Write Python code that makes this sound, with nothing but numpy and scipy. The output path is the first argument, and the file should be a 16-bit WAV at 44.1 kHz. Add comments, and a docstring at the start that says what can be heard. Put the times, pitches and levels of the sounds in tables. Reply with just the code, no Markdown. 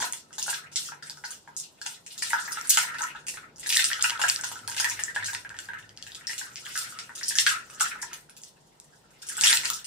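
"""Close by, a bunch of plastic measuring cups and spoons on a ring is turned over by hand above a counter.
Bowls knock hollowly, handles and spoons tick: each blow rings short plastic modes and leaves its neighbours
chattering, and random small touches rattle between as the hands move. The hard kitchen answers with near echoes
and a short noise tail. Below lie the room's hush, banded noise, a low rumble from far off that swells and
fades, and a broad low roar, partly from the handling."""
import sys
import numpy as np
from scipy import signal
from scipy.io import wavfile

SR = 44100
rng = np.random.default_rng(int(sys.argv[2]) if len(sys.argv) > 2 else 0)


def persist_wave(psi):
    """Save psi, clipped to +-1, as 16-bit WAV."""
    counts = np.round(np.clip(psi, -1, 1) * 32767).astype(np.int16)
    wavfile.write(sys.argv[1], SR, np.atleast_2d(counts).T)


N = 434826


def cups():
    """All blows on the bunch; things this small and light send out no bass."""
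    # Bowl against bowl. Each row: start in seconds, level in dB, centre of the ring in Hz,
    # share of the biggest cup in dB against the knock.
    bowl_knocks = [(0.0024, -26.5, 1680, -7.5), (0.0259, -26.5, 1650, -2.5), (0.1331, -41, 2100, -11),
                   (0.307, -47, 1340, -14), (0.382, -37.5, 1480, -5), (0.4635, -36.5, 1410, -15),
                   (0.4798, -22.5, 1490, -13.5), (0.5291, -23, 1640, -22), (0.7212, -50, 1414, -12),
                   (0.7606, -35.5, 2190, -20), (0.887, -33.5, 1340, -31), (0.9202, -33.5, 1510, -6.5),
                   (1.024, -33.5, 1540, -29), (1.0986, -45, 1600, -9), (1.1712, -42, 1430, -16),
                   (1.2389, -27, 1560, -13), (1.4757, -39, 1530, -6.5), (1.8144, -32, 1560, -25),
                   (1.8597, -32.5, 1460, -10), (2.224, -25, 1960, -25), (2.3057, -28.5, 1990, -17),
                   (2.3323, -12.5, 1490, -13), (2.4777, -22.5, 1770, -23), (2.5715, -25, 1410, -17.5),
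                   (2.6467, -37.5, 1490, -21), (2.7064, -41, 1680, -30), (2.773, -16, 1370, -13),
                   (2.8337, -27, 1610, -10.5), (2.9454, -29, 1760, -18.5), (2.9866, -30, 1440, -19),
                   (3.0063, -23.5, 1400, -11), (3.0334, -23.5, 1380, -16), (3.1497, -30, 1480, -14),
                   (3.3395, -34, 1850, -20), (3.3718, -34, 1420, -21), (3.6311, -39.5, 1990, -29),
                   (3.6611, -28, 1880, -25), (3.702, -27, 2280, -23), (3.7251, -24, 1850, -33),
                   (3.7648, -18, 1830, -44), (3.7924, -16, 1700, -35), (3.902, -26.5, 1500, -27),
                   (3.915, -18, 1880, -33), (3.992, -31.5, 1340, -14), (4.0412, -15, 1460, -20.5),
                   (4.0658, -33, 1510, -38), (4.0953, -32, 1310, -17), (4.1189, -30, 1490, -7.5),
                   (4.1944, -28, 1510, -6), (4.2168, -20.5, 1450, -13), (4.2382, -13, 1500, -18.5),
                   (4.391, -30.5, 1520, -21), (4.437, -27, 1490, -13), (4.5153, -38, 1430, -2),
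                   (4.556, -32, 1410, -19), (4.68, -30.5, 1700, -9), (4.7175, -33.5, 1570, -16),
                   (4.7672, -31, 1520, -15), (4.8004, -22.5, 1500, -16), (4.8247, -27, 1720, -31),
                   (4.8442, -14, 1830, -20), (4.9142, -37, 1530, -7), (4.992, -23.5, 1780, -21.5),
                   (5.0378, -34.5, 1810, -25), (5.0805, -23, 1770, -32), (5.1615, -16, 1580, -19),
                   (5.2257, -25, 1660, -44), (5.2826, -23.5, 1640, -31), (5.3312, -27, 1640, -13.5),
                   (5.448, -30, 1580, -24), (5.5024, -33, 1580, -21), (5.5428, -31.5, 1730, -22),
                   (5.5874, -33.5, 1550, -31), (5.687, -26, 1580, -21), (5.7342, -26.5, 1590, -23),
                   (5.7718, -35, 1630, -27), (6.066, -39, 1640, -22), (6.2096, -35.5, 1850, -27),
                   (6.2749, -35, 1880, -32), (6.2951, -26.5, 1850, -24.5), (6.413, -27, 1690, -20.5),
                   (6.6574, -35, 1670, -30), (6.7543, -23.5, 1714, -40), (6.9238, -37.5, 1350, -26),
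                   (6.987, -34.5, 1340, -33), (7.0935, -33, 1600, -16.5), (7.212, -32, 1830, -29),
                   (7.226, -29.5, 1830, -29), (7.3081, -27.5, 1800, -22), (7.3206, -27, 1880, -30),
                   (7.3547, -21, 1820, -44), (7.386, -16.5, 1930, -43), (7.465, -8.5, 1680, -47),
                   (7.6986, -42, 1280, -30), (7.805, -18.5, 1360, -25), (7.811, -17.5, 1330, -23),
                   (7.8548, -25.5, 1730, -30), (7.9562, -43, 1270, -5), (8.0285, -29, 1700, -10.5),
                   (8.1293, -37, 1836, -13), (8.29, -48.5, 1430, -23), (9.2282, -42, 1570, -24.5),
                   (9.2978, -33, 1670, -26), (9.3797, -27.5, 1460, -19), (9.4145, -30, 2010, -15),
                   (9.437, -23.5, 2230, -14.5), (9.5277, -17, 1847, -17), (9.635, -26.5, 2080, -19),
                   (9.701, -28.5, 1220, -16)]
    # Handles and spoons. Each row: start in seconds, level in dB, centre of the ring in Hz,
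    # breadth of the ring in octaves, room against direct sound in dB.
    handle_ticks = [(0.002, -25, 5540, 0.6, -1.5), (0.028, -21, 6100, 0.13, -6),
                    (0.1249, -17, 7400, 0.21, -10.5), (0.134, -21.5, 6000, 1, -9),
                    (0.3296, -36, 4740, 0.89, -2.5), (0.3539, -37, 6670, 0.5, -3),
                    (0.3828, -24, 5500, 0.44, 1), (0.4276, -17.5, 5800, 0.56, -6.5),
                    (0.4925, -25, 5230, 0.43, -9), (0.498, -24.5, 7150, 1, 4), (0.717, -41, 5230, 0.67, 1),
                    (0.727, -40, 6260, 0.37, 3), (0.759, -15.5, 5240, 0.4, -1.5),
                    (1.0257, -33.5, 4800, 0.49, 0.5), (1.098, -24, 5100, 0.18, -16),
                    (1.106, -31, 4730, 0.1, -5), (1.173, -35.5, 5030, 0.28, -5),
                    (1.244, -31, 5440, 0.6, -3), (1.253, -28, 4940, 0.17, -2),
                    (1.3066, -28.5, 6300, 0.56, -2), (1.5658, -24.5, 6060, 0.26, -1),
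                    (1.571, -35, 6410, 0.25, 5), (1.6007, -26, 6050, 0.095, -6),
                    (1.8158, -27, 5300, 0.54, -4), (1.858, -35.5, 4960, 0.64, 11.5),
                    (1.864, -19.5, 4760, 0.63, -7.5), (2.0641, -33, 5000, 0.86, -2),
                    (2.105, -34, 3960, 0.3, 4), (2.1793, -29.5, 5450, 0.44, 1),
                    (2.2223, -18, 6400, 0.6, 0.5), (2.298, -28.5, 7180, 1, 3.5), (2.33, -28, 5250, 0.29, 1),
                    (2.521, -22.5, 6500, 0.41, -1), (2.5953, -38, 7990, 0.35, -16),
                    (2.612, -20, 5900, 0.13, -22), (2.643, -34, 7940, 0.4, -2),
                    (2.673, -24, 8300, 0.26, -5.5), (2.6835, -47, 8550, 0.32, -43),
                    (2.6945, -5, 8800, 0.51, -1.5), (2.7052, -3, 6900, 0.7, -15),
                    (2.773, -5, 6050, 0.88, -5.5), (2.9433, -38, 3520, 0.55, -2),
                    (2.985, -26, 4800, 0.93, -2), (3.0197, -18.5, 6000, 0.084, -6.5),
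                    (3.0388, -19, 6500, 0.29, -20), (3.1587, -43.5, 3030, 0.27, 2),
                    (3.2675, -28.5, 5700, 1, 0), (3.2841, -20, 5600, 0.84, -2.5),
                    (3.372, -32.5, 4000, 1, -6.5), (3.5605, -39.5, 5930, 0.24, -4),
                    (3.583, -36, 7000, 0.64, -6), (3.597, -31, 7750, 0.77, -3), (3.6313, -35, 4900, 1, 1.5),
                    (3.6626, -28, 4540, 0.28, 1.5), (3.6705, -18, 9400, 0.35, -4.5),
                    (3.692, -14.5, 7940, 0.99, -2), (3.7033, -7.5, 3820, 0.14, -14),
                    (3.7257, -11.5, 5400, 0.74, -5), (3.745, -13, 4800, 0.61, -10),
                    (3.7552, -11.5, 7600, 0.69, -3), (3.771, -6, 3830, 0.2, -12),
                    (3.7935, -15, 4030, 0.66, 1), (3.824, -12, 4100, 0.21, -20),
                    (3.843, -8, 4800, 0.59, -6.5), (3.9144, -27, 3150, 0.26, -13),
                    (3.932, -13.5, 3620, 0.45, -11.5), (3.9836, -36, 3390, 0.22, -11),
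                    (3.995, -27, 3520, 0.21, -12), (4.0097, -21, 5160, 0.64, -4.5),
                    (4.0253, -7.5, 6700, 0.4, -18), (4.034, -22.5, 6840, 0.57, 6.5),
                    (4.0432, -13.5, 2700, 0.14, -5.5), (4.0972, -15, 4570, 1, -29),
                    (4.1051, -14.5, 3530, 0.53, -17), (4.1767, -31, 3860, 0.24, -21),
                    (4.1928, -30, 5680, 0.96, 3), (4.216, -11.5, 4760, 0.87, -4.5),
                    (4.2832, -16, 5260, 1, 1.5), (4.299, -6.5, 4830, 0.14, -21),
                    (4.3612, -16, 4940, 0.14, -17), (4.412, -23, 7720, 0.37, -13), (4.437, -23, 5940, 1, 2),
                    (4.516, -27, 8990, 1, -1.5), (4.573, -40, 5810, 0.35, -16),
                    (4.5912, -38, 4130, 0.78, -5.5), (4.677, -19, 7140, 0.81, -7),
                    (4.698, -19, 7040, 0.46, -8.5), (4.716, -26, 4670, 0.6, -4.5),
                    (4.7463, -27, 3750, 0.69, -10), (4.766, -23, 5600, 0.81, -1),
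                    (4.7778, -25.5, 5040, 0.85, 6), (4.7997, -13, 6640, 0.72, -3.5),
                    (4.8448, -13.5, 6000, 1, -7), (4.8987, -17, 6600, 0.23, -6.5),
                    (4.9938, -28, 6100, 0.99, 1.5), (5.0374, -11.5, 6860, 0.24, -15),
                    (5.148, -34, 4770, 0.97, 3), (5.1625, -29, 3270, 0.25, -9),
                    (5.227, -33, 3300, 0.32, -2), (5.245, -20, 5350, 0.6, -5.5),
                    (5.2588, -23, 5900, 0.61, 0.5), (5.333, -25, 5960, 1, -2.5),
                    (5.3491, -20, 4270, 1, -11.5), (5.493, -32, 4900, 1, -13), (5.567, -39, 4150, 0.84, -6),
                    (5.589, -23, 5050, 0.65, -8.5), (5.6559, -35, 4690, 0.26, -10),
                    (5.787, -40.5, 4740, 0.97, -2), (5.826, -40.5, 3340, 0.4, -7.5),
                    (5.893, -36.5, 4580, 0.26, -10), (5.9659, -44, 5500, 0.24, -4),
                    (5.9745, -30, 4260, 0.25, -11.5), (6.0261, -26, 4710, 0.42, -10.5),
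                    (6.0673, -33, 5130, 0.65, -4.5), (6.107, -40, 3820, 0.37, -6),
                    (6.1194, -29, 3900, 0.21, -10), (6.148, -28, 4760, 0.44, -6),
                    (6.1528, -30.5, 4800, 0.79, -12), (6.27, -17.5, 5190, 0.066, -3.5),
                    (6.3132, -26, 4790, 0.42, -4), (6.3325, -25, 3910, 0.92, -11),
                    (6.3805, -22, 6470, 0.79, 0), (6.558, -26, 4620, 0.53, -15),
                    (6.565, -32.5, 3950, 0.68, 0.5), (6.6524, -33, 3380, 0.15, -2),
                    (6.6652, -32, 3150, 0.51, -13), (6.752, -54, 7040, 0.47, -10),
                    (6.7768, -16.5, 5600, 0.68, -4), (6.8717, -47, 6300, 0.21, -11),
                    (6.9887, -25.5, 4500, 1, -3.5), (7.1517, -36, 6100, 0.56, 6.5),
                    (7.1797, -29.5, 6300, 0.7, 0), (7.2322, -19.5, 5060, 0.07, -2),
                    (7.2826, -15, 6700, 0.48, -1.5), (7.3544, -18.5, 6500, 0.31, -2.5),
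                    (7.386, -3.5, 4670, 0.49, -7.5), (7.4656, -9.5, 4600, 0.91, -3.5),
                    (7.4775, -21, 4900, 0.69, -21), (7.676, -49, 5540, 0.33, 1),
                    (7.7005, -34, 4680, 0.69, -6), (7.731, -46, 5320, 0.61, 5),
                    (7.7478, -33, 6700, 0.24, -3), (7.798, -22.5, 6400, 1, 0),
                    (7.8089, -11, 6400, 0.78, -3.5), (8.017, -30.5, 6760, 0.23, 3.5),
                    (8.027, -22.5, 7470, 0.98, -24), (8.132, -23.5, 6710, 1, -5.5),
                    (8.2963, -35.5, 7260, 0.92, -6.5), (8.3668, -37, 7850, 0.92, -1.5),
                    (8.4177, -36, 7180, 0.16, -7), (8.4359, -28.5, 6370, 0.51, -8),
                    (8.8002, -35, 7170, 0.71, -14), (9.107, -50, 5320, 0.8, -4.5),
                    (9.2189, -40, 6800, 0.84, 5.5), (9.268, -33, 7250, 0.55, -0.5),
                    (9.2879, -24, 7100, 0.64, -0.5), (9.369, -19, 7560, 0.4, -1.5),
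                    (9.411, -10, 6270, 0.62, -7), (9.4373, -5, 5600, 0.72, -2), (9.46, -7, 4700, 0.51, -7),
                    (9.4718, -4, 3650, 0.11, -2.5), (9.5288, -4.5, 4100, 0.16, -11.5),
                    (9.5726, -8.5, 3750, 0.094, -11), (9.6471, -25.5, 4380, 0.91, 5.5),
                    (9.6555, -16, 4200, 0.33, -8.5), (9.702, -9, 8350, 0.6, -12),
                    (9.734, -22, 6000, 0.36, -3), (9.845, -31, 6000, 0.63, 1)]
    # How briskly the hands move the bunch, as the level of its small touches.
    # Each row: time in seconds, level among the bowls in dB, level among the handles in dB.
    hand_motion = [(0, -20.5, -23), (.16, -69, -56), (.29, -63, -65), (.5, -53, -28), (.69, -55, -69),
                   (.86, -45, -33.5), (1.01, -61, -74), (1.08, -46, -32.5), (1.16, -71, -70),
                   (1.43, -66, -60.5), (2.03, -65.5, -57.5), (2.39, -42.5, -34), (2.909, -32.5, -51.5),
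                   (3.04, -33, -44), (3.13, -66, -66), (3.499, -67, -73), (3.799, -36.5, -50),
                   (4.63, -51.5, -55), (4.9, -35.5, -41.5), (5.4, -54, -68), (5.9, -54, -81),
                   (6.48, -54, -50.5), (6.78, -41, -33.5), (6.9, -47, -42), (7.1, -50, -58),
                   (7.41, -44, -37), (7.66, -56, -53), (8.051, -39.5, -49.5), (8.249, -67, -64.5),
                   (9.17, -61.5, -61), (9.5, -21, -25.5), (9.72, -57, -42), (9.86, -67, -60)]
    # Chatter of the neighbours, first bowls, then handles.
    # Each row: level against the blow in dB, time to sink by 20 dB in seconds.
    chatter_after = [(-11.5, 0.15), (-11, 0.0938)]
    # Small touches, first bowls, then handles. Each row: touches per second, spread of size in dB,
    # centre in Hz, scatter of the centre in octaves, level offset in dB.
    touch_kinds = [(120.05, 4.5, 1665, 0.32, -11.5), (405.3, 3.5, 6500, 0.74, -9.5)]
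    knock_octaves, knock_room_db = 0.13, -5.5   # breadth of the part woken; room against direct
    big_cup_hz, big_cup_octaves, thin_hz = 929, 0.15, 547

    s, level_db, centre_hz, big_db = np.transpose(bowl_knocks)
    same = np.ones_like(s)
    room_db = knock_room_db * same
    knocks = np.transpose([s, level_db, centre_hz, knock_octaves * same, room_db])
    big_cup = np.transpose([s, level_db + big_db, big_cup_hz * same, big_cup_octaves * same, room_db])
    ticks = np.array(handle_ticks)
    small = []
    for blows, handling_db, after, kind in zip([knocks, ticks], in_time(hand_motion), chatter_after, touch_kinds):
        level_in_room_db = blows[:, 1] + blows[:, 4]
        small.append(touches(rattle(blows[:, 0], level_in_room_db, handling_db, *after), *kind))
    ringing = strike(*np.vstack([knocks, big_cup, ticks] + small).T)
    return signal.sosfilt(signal.butter(2, thin_hz, "high", fs=SR, output="sos"), ringing)


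def strike(s, level_db, centre_hz, octaves, room_db, scatter_db=3.5, far_db=-18, build_up=10.3):
    """Each blow wakes the modes near its centre, the far higher ones faintly.

    Returns two rows: toward the microphone, into the room.
    """
    # Modes of the bunch. Each row: frequency in Hz, relative level in dB, time to fall by 60 dB in seconds.
    plastic_modes = [(782, 2, 0.016), (857, -5, 0.033), (958, 0.5, 0.025), (1312, -1.5, 0.029),
                     (1410, -5, 0.03), (1497, -4.5, 0.032), (1604, -2, 0.035), (1691, -4.5, 0.032),
                     (1783, -4.5, 0.03), (1886, 0.5, 0.017), (1945, -2.5, 0.019), (2200, 6, 0.0085),
                     (2650, 5.5, 0.0068), (2908, 0, 0.013), (3246, 4.5, 0.0078), (3547, -4, 0.011),
                     (4006, 1.5, 0.0035), (4246, -6, 0.01), (4750, 7.5, 0.0034), (5290, 1, 0.0055),
                     (5850, 4.5, 0.0041), (6494, 9.5, 0.0028), (7100, 5.5, 0.0031), (7830, -2, 0.0062),
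                     (8670, 11, 0.0024), (9410, -2, 0.0054), (10150, 2.5, 0.002), (11550, -2.5, 0.0029),
                     (12490, -2, 0.0057), (13500, -3.5, .0018), (14400, -4.5, .0016), (15400, -5, .0016)]
    at = np.clip(np.round(s * SR).astype(int), 0, N - 1)
    hz, mode_db, t60 = np.transpose(plastic_modes)

    apart = np.log2(hz / centre_hz[:, None])   # octaves from the centre of the blow
    near = np.exp(-.5 * (apart / np.maximum(octaves, .08)[:, None]) ** 2)
    far = from_db(far_db - 2 * apart) * (apart > 0)
    chance = rng.standard_normal((len(at), 2, len(hz)))
    woken = (near + far) * from_db(scatter_db * chance[:, 0]) * np.sign(chance[:, 1])
    share = woken / np.sqrt(np.sum(woken ** 2, axis=1, keepdims=True))
    strength = share * from_db(level_db[:, None] + mode_db)
    direct_and_room = from_db(room_db[:, None] * [0, 1])

    out = np.zeros((2, N))
    for k in range(len(hz)):
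        clicks = np.full((2, N), 1e-18)
        np.add.at(clicks.T, at, strength[:, k, None] * direct_and_room)
        r = from_db(-60 / (max(t60[k], .001) * SR))
        w = 2 * np.pi * hz[k] / SR
        # plastic yields: a broader resonance first lets the ring swell over a few cycles
        q = r ** build_up
        poles = np.convolve([1, -2 * r * np.cos(w), r * r], [1, -2 * q * np.cos(w), q * q])
        # these zeros thin both ends of the spectrum
        zeros = np.multiply((1 - q * q) / 4, [0.91, 0.0333, -1.977, 0.035, 0.91])
        out += signal.lfilter(zeros, poles, clicks)
    return out


def touches(level_db, per_s, spread_db, centre_hz, octaves, offset_db):
    """Rows of small random blows, mostly faint, each waking its own part of the bunch."""
    at = np.flatnonzero(rng.random(N) < per_s / SR)
    size = np.minimum(rng.exponential(1, len(at)), 3)
    place = np.clip(rng.standard_normal(len(at)), -1, 2)
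    room_db = 2.8 * rng.standard_normal(len(at))
    touch_db = level_db[at] + offset_db + spread_db * size
    breadth = np.full(len(at), .5 * octaves)
    return np.transpose([at / SR, touch_db, centre_hz * 2 ** (octaves * place), breadth, room_db])


def rattle(s, level_db, handling_db, below_db, settle_s):
    """Level of the small touches: the hands' motion plus the chatter after each blow, which dies ever faster."""
    rise_s = 0.015
    t = np.arange(SR // 4) / SR
    blow_power = np.zeros(N)
    np.add.at(blow_power, np.clip((s * SR).astype(int), 0, N - 1), from_db(level_db + below_db) ** 2)
    shape = (1 - np.exp(-t / rise_s)) * from_db(-20 * (t / settle_s) ** 2) ** 2
    chatter_power = np.abs(signal.fftconvolve(blow_power, shape)[:N])
    return 10 * np.log10(chatter_power + from_db(handling_db) ** 2)


def kitchen(direct, sent, count=5):
    """The direct sound reaches the right channel first; as the bunch swings, a few places answer in turn."""
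    left_lag_s, left_db, swing_s = .00005, 1.7, .04   # swing_s: step from one place to the next
    place = np.arange(N) / (swing_s * SR)
    shares = [np.maximum(1 - np.abs((place - k) % count - 1), 0) for k in range(count)]
    scale = np.sqrt(sum(share ** 2 for share in shares))   # constant power through the crossfades
    room = 0
    for share in shares:
        room = room + signal.fftconvolve([sent * share / scale], response(), axes=1)[:, :N]
    heard_direct = np.array([np.roll(direct, round(left_lag_s * SR)), direct])
    return from_db([[left_db], [0]]) * (room + heard_direct)


def response():
    """A few near echoes and a diffuse tail that dies band by band, unlike at left and right."""
    # Decay of the tail. Each row: frequency in Hz, time to fall by 60 dB in seconds.
    tail_t60 = [(600, 0.26), (1500, 0.21), (3000, 0.21), (6000, 0.17), (12000, 0.14), (16000, .14)]
    # Counter and cupboards. 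Each row: nominal delay in seconds, left level in dB, right level in dB.
    near_echoes = [(.0035, -2, -14.5), (.007, -6, 1), (.014, -7.5, -0.5)]
    tail_db, rise_s = 7.5, 0.003
    t = np.arange(SR // 2) / SR
    edges = 200 * 2 ** np.arange(0, 6.6, .5)
    white = rng.standard_normal((2, len(t)))
    tail = 0
    for low, high in zip(edges, edges[1:]):
        tail = tail + band(white, low, high) * from_db(-60 * t / at_hz(tail_t60, low))
    tail *= 1 - np.exp(-t / rise_s)
    out = from_db(tail_db) * rms_one(tail) / np.sqrt(len(t))
    for lag, left_db, right_db in near_echoes:
        arrival = np.round(lag * SR * rng.uniform(.93, 1.07, 2)).astype(int)
        out[[0, 1], arrival] += from_db([left_db, right_db])
    return out


def hush():
    """Room hush: half-octave bands of stereo noise, each with its level and left-right likeness."""
    # Colour of the hush. Each row: frequency in Hz, relative level in dB per Hz.
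    hush_colour = [(13, -44), (22, -20), (95, -9), (165, -2.5), (270, -12.5), (432, -7.5), (510, -13.5),
                   (815, -6.5), (1130, -25.5), (1340, -13), (2520, -37.5), (3510, -17.5), (5030, -23),
                   (7390, -31.5), (16000, -42.5)]
    # Each row: frequency in Hz, left-right likeness (no unit, held within 0 to 1 below).
    likeness = [(60, -0.0013), (180, 0.97), (550, 0.023), (1650, -0.13), (4970, -1.2), (15000, -0.28)]
    hush_db = -62
    edges = 22 * 2 ** np.arange(0, 9.6, .5)
    white = rng.standard_normal((2, 2, N))
    out = 0
    for k, (low, high) in enumerate(zip(edges, edges[1:])):
        centre = np.sqrt(low * high)
        mid, side = band(white[k % 2], low, high)   # neighbouring bands use separate noise
        alike = np.clip(at_hz(likeness, centre), 0, 1)
        stereo = np.sqrt(1 + alike) * mid + np.sqrt(1 - alike) * side * [[1], [-1]]
        out = out + from_db(at_hz(hush_colour, centre)) * stereo
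    return from_db(hush_db) * rms_one(out)


def rumble():
    """A dull thrum and a rough drone whose pitch wanders, both from far off, and a broad roar above them,
    partly from the handling."""
    # Each row: time in seconds, drone level in dB before its left-right tilt,
    # level of the thrum near 45 Hz in dB, roar level in dB.
    rumble_levels = [(0.0, -67, -80, -50.5), (0.22, -80, -85, -70), (0.47, -67, -84, -62.5),
                     (2.17, -76, -87, -72), (2.22, -70.5, -74, -62), (5.22, -58.5, -72, -60.5),
                     (6.07, -66, -77, -66), (8.13, -68.5, -74, -61.5), (8.4, -71.5, -82.5, -78),
                     (9.28, -76.5, -77.5, -70), (9.45, -64, -78, -53), (9.75, -66, -65, -61),
                     (9.86, -80, -82, -84)]
    # Each row: time in seconds, pitch of the drone in Hz.
    drone_pitch = [(0, 149.4), (3.6, 149.2), (3.8, 139.4), (3.95, 109), (4.3, 125.8), (4.55, 106),
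                   (5.4, 104), (6.2, 104), (6.5, 120), (7.6, 121), (8.0, 150.9), (9.86, 146)]
    drone_db, thrum_db, roar_db = in_time(rumble_levels)
    [drone_hz] = in_time(drone_pitch)
    turn = 2 * np.pi * np.cumsum(drone_hz) / SR
    rough_tone = slow(7) * np.cos(turn) + slow(7) * np.sin(turn)
    drone = rms_one(band(rough_tone, 97, 220)) * from_db([[1.5], [-1.5]])   # stronger at left
    thrum = rms_one(band(band(rng.standard_normal(N), 36, 69), 30, 70))
    shared, left, right = band(rng.standard_normal((3, N)), 87, 530)
    roar = rms_one(shared + 0.15 * np.array([left, right]))
    return from_db(thrum_db) * thrum + from_db(drone_db) * drone + from_db(roar_db) * roar


def from_db(db):
    """Gain of a level in dB."""
    return 10 ** (np.asarray(db) / 20)


def rms_one(x):
    """Scaled to rms 1."""
    return x / np.sqrt(np.mean(x ** 2) + 1e-20)


def in_time(rows):
    """Columns of a curve table, sample by sample."""
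    s, *columns = np.transpose(rows)
    return [np.interp(np.arange(N) / SR, s, c) for c in columns]


def at_hz(points, hz):
    """A spectrum read on a log frequency axis."""
    point_hz, values = np.transpose(points)
    return np.interp(np.log(hz), np.log(point_hz), values)


def band(x, low_hz, high_hz):
    """Butterworth band-pass."""
    return signal.sosfilt(signal.butter(2, [low_hz, high_hz], "band", fs=SR, output="sos"), x)


def slow(rate):
    """Smooth random curve of rms 1: noise through a double low-pass pole at rate in Hz."""
    r = np.exp(-2 * np.pi * rate / SR)
    settled = signal.lfilter([1], [1, -2 * r, r * r], rng.standard_normal(N + SR))[SR:]
    return rms_one(settled)


def scene():
    """Cups in the kitchen over hush and rumble."""
    return kitchen(*cups()) + hush() + rumble()


def record(dry):
    """The microphone channels lift the treble, each in its own way; high peaks are rounded, the top is cut."""
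    cutoff_hz = 16250   # from here up at least 60 dB down
    treble = np.array([[.1], [.5]]) * band(dry, 6500, 11000)   # left, right
    lifted = dry + treble + 0.5 * band(dry, 11300, 16000)
    rounded = lifted / (1 + (lifted / .9) ** 4) ** .25
    return signal.sosfilt(signal.cheby2(14, 60, cutoff_hz, fs=SR, output="sos"), rounded)


dry = scene()
out = record(dry)
persist_wave(out)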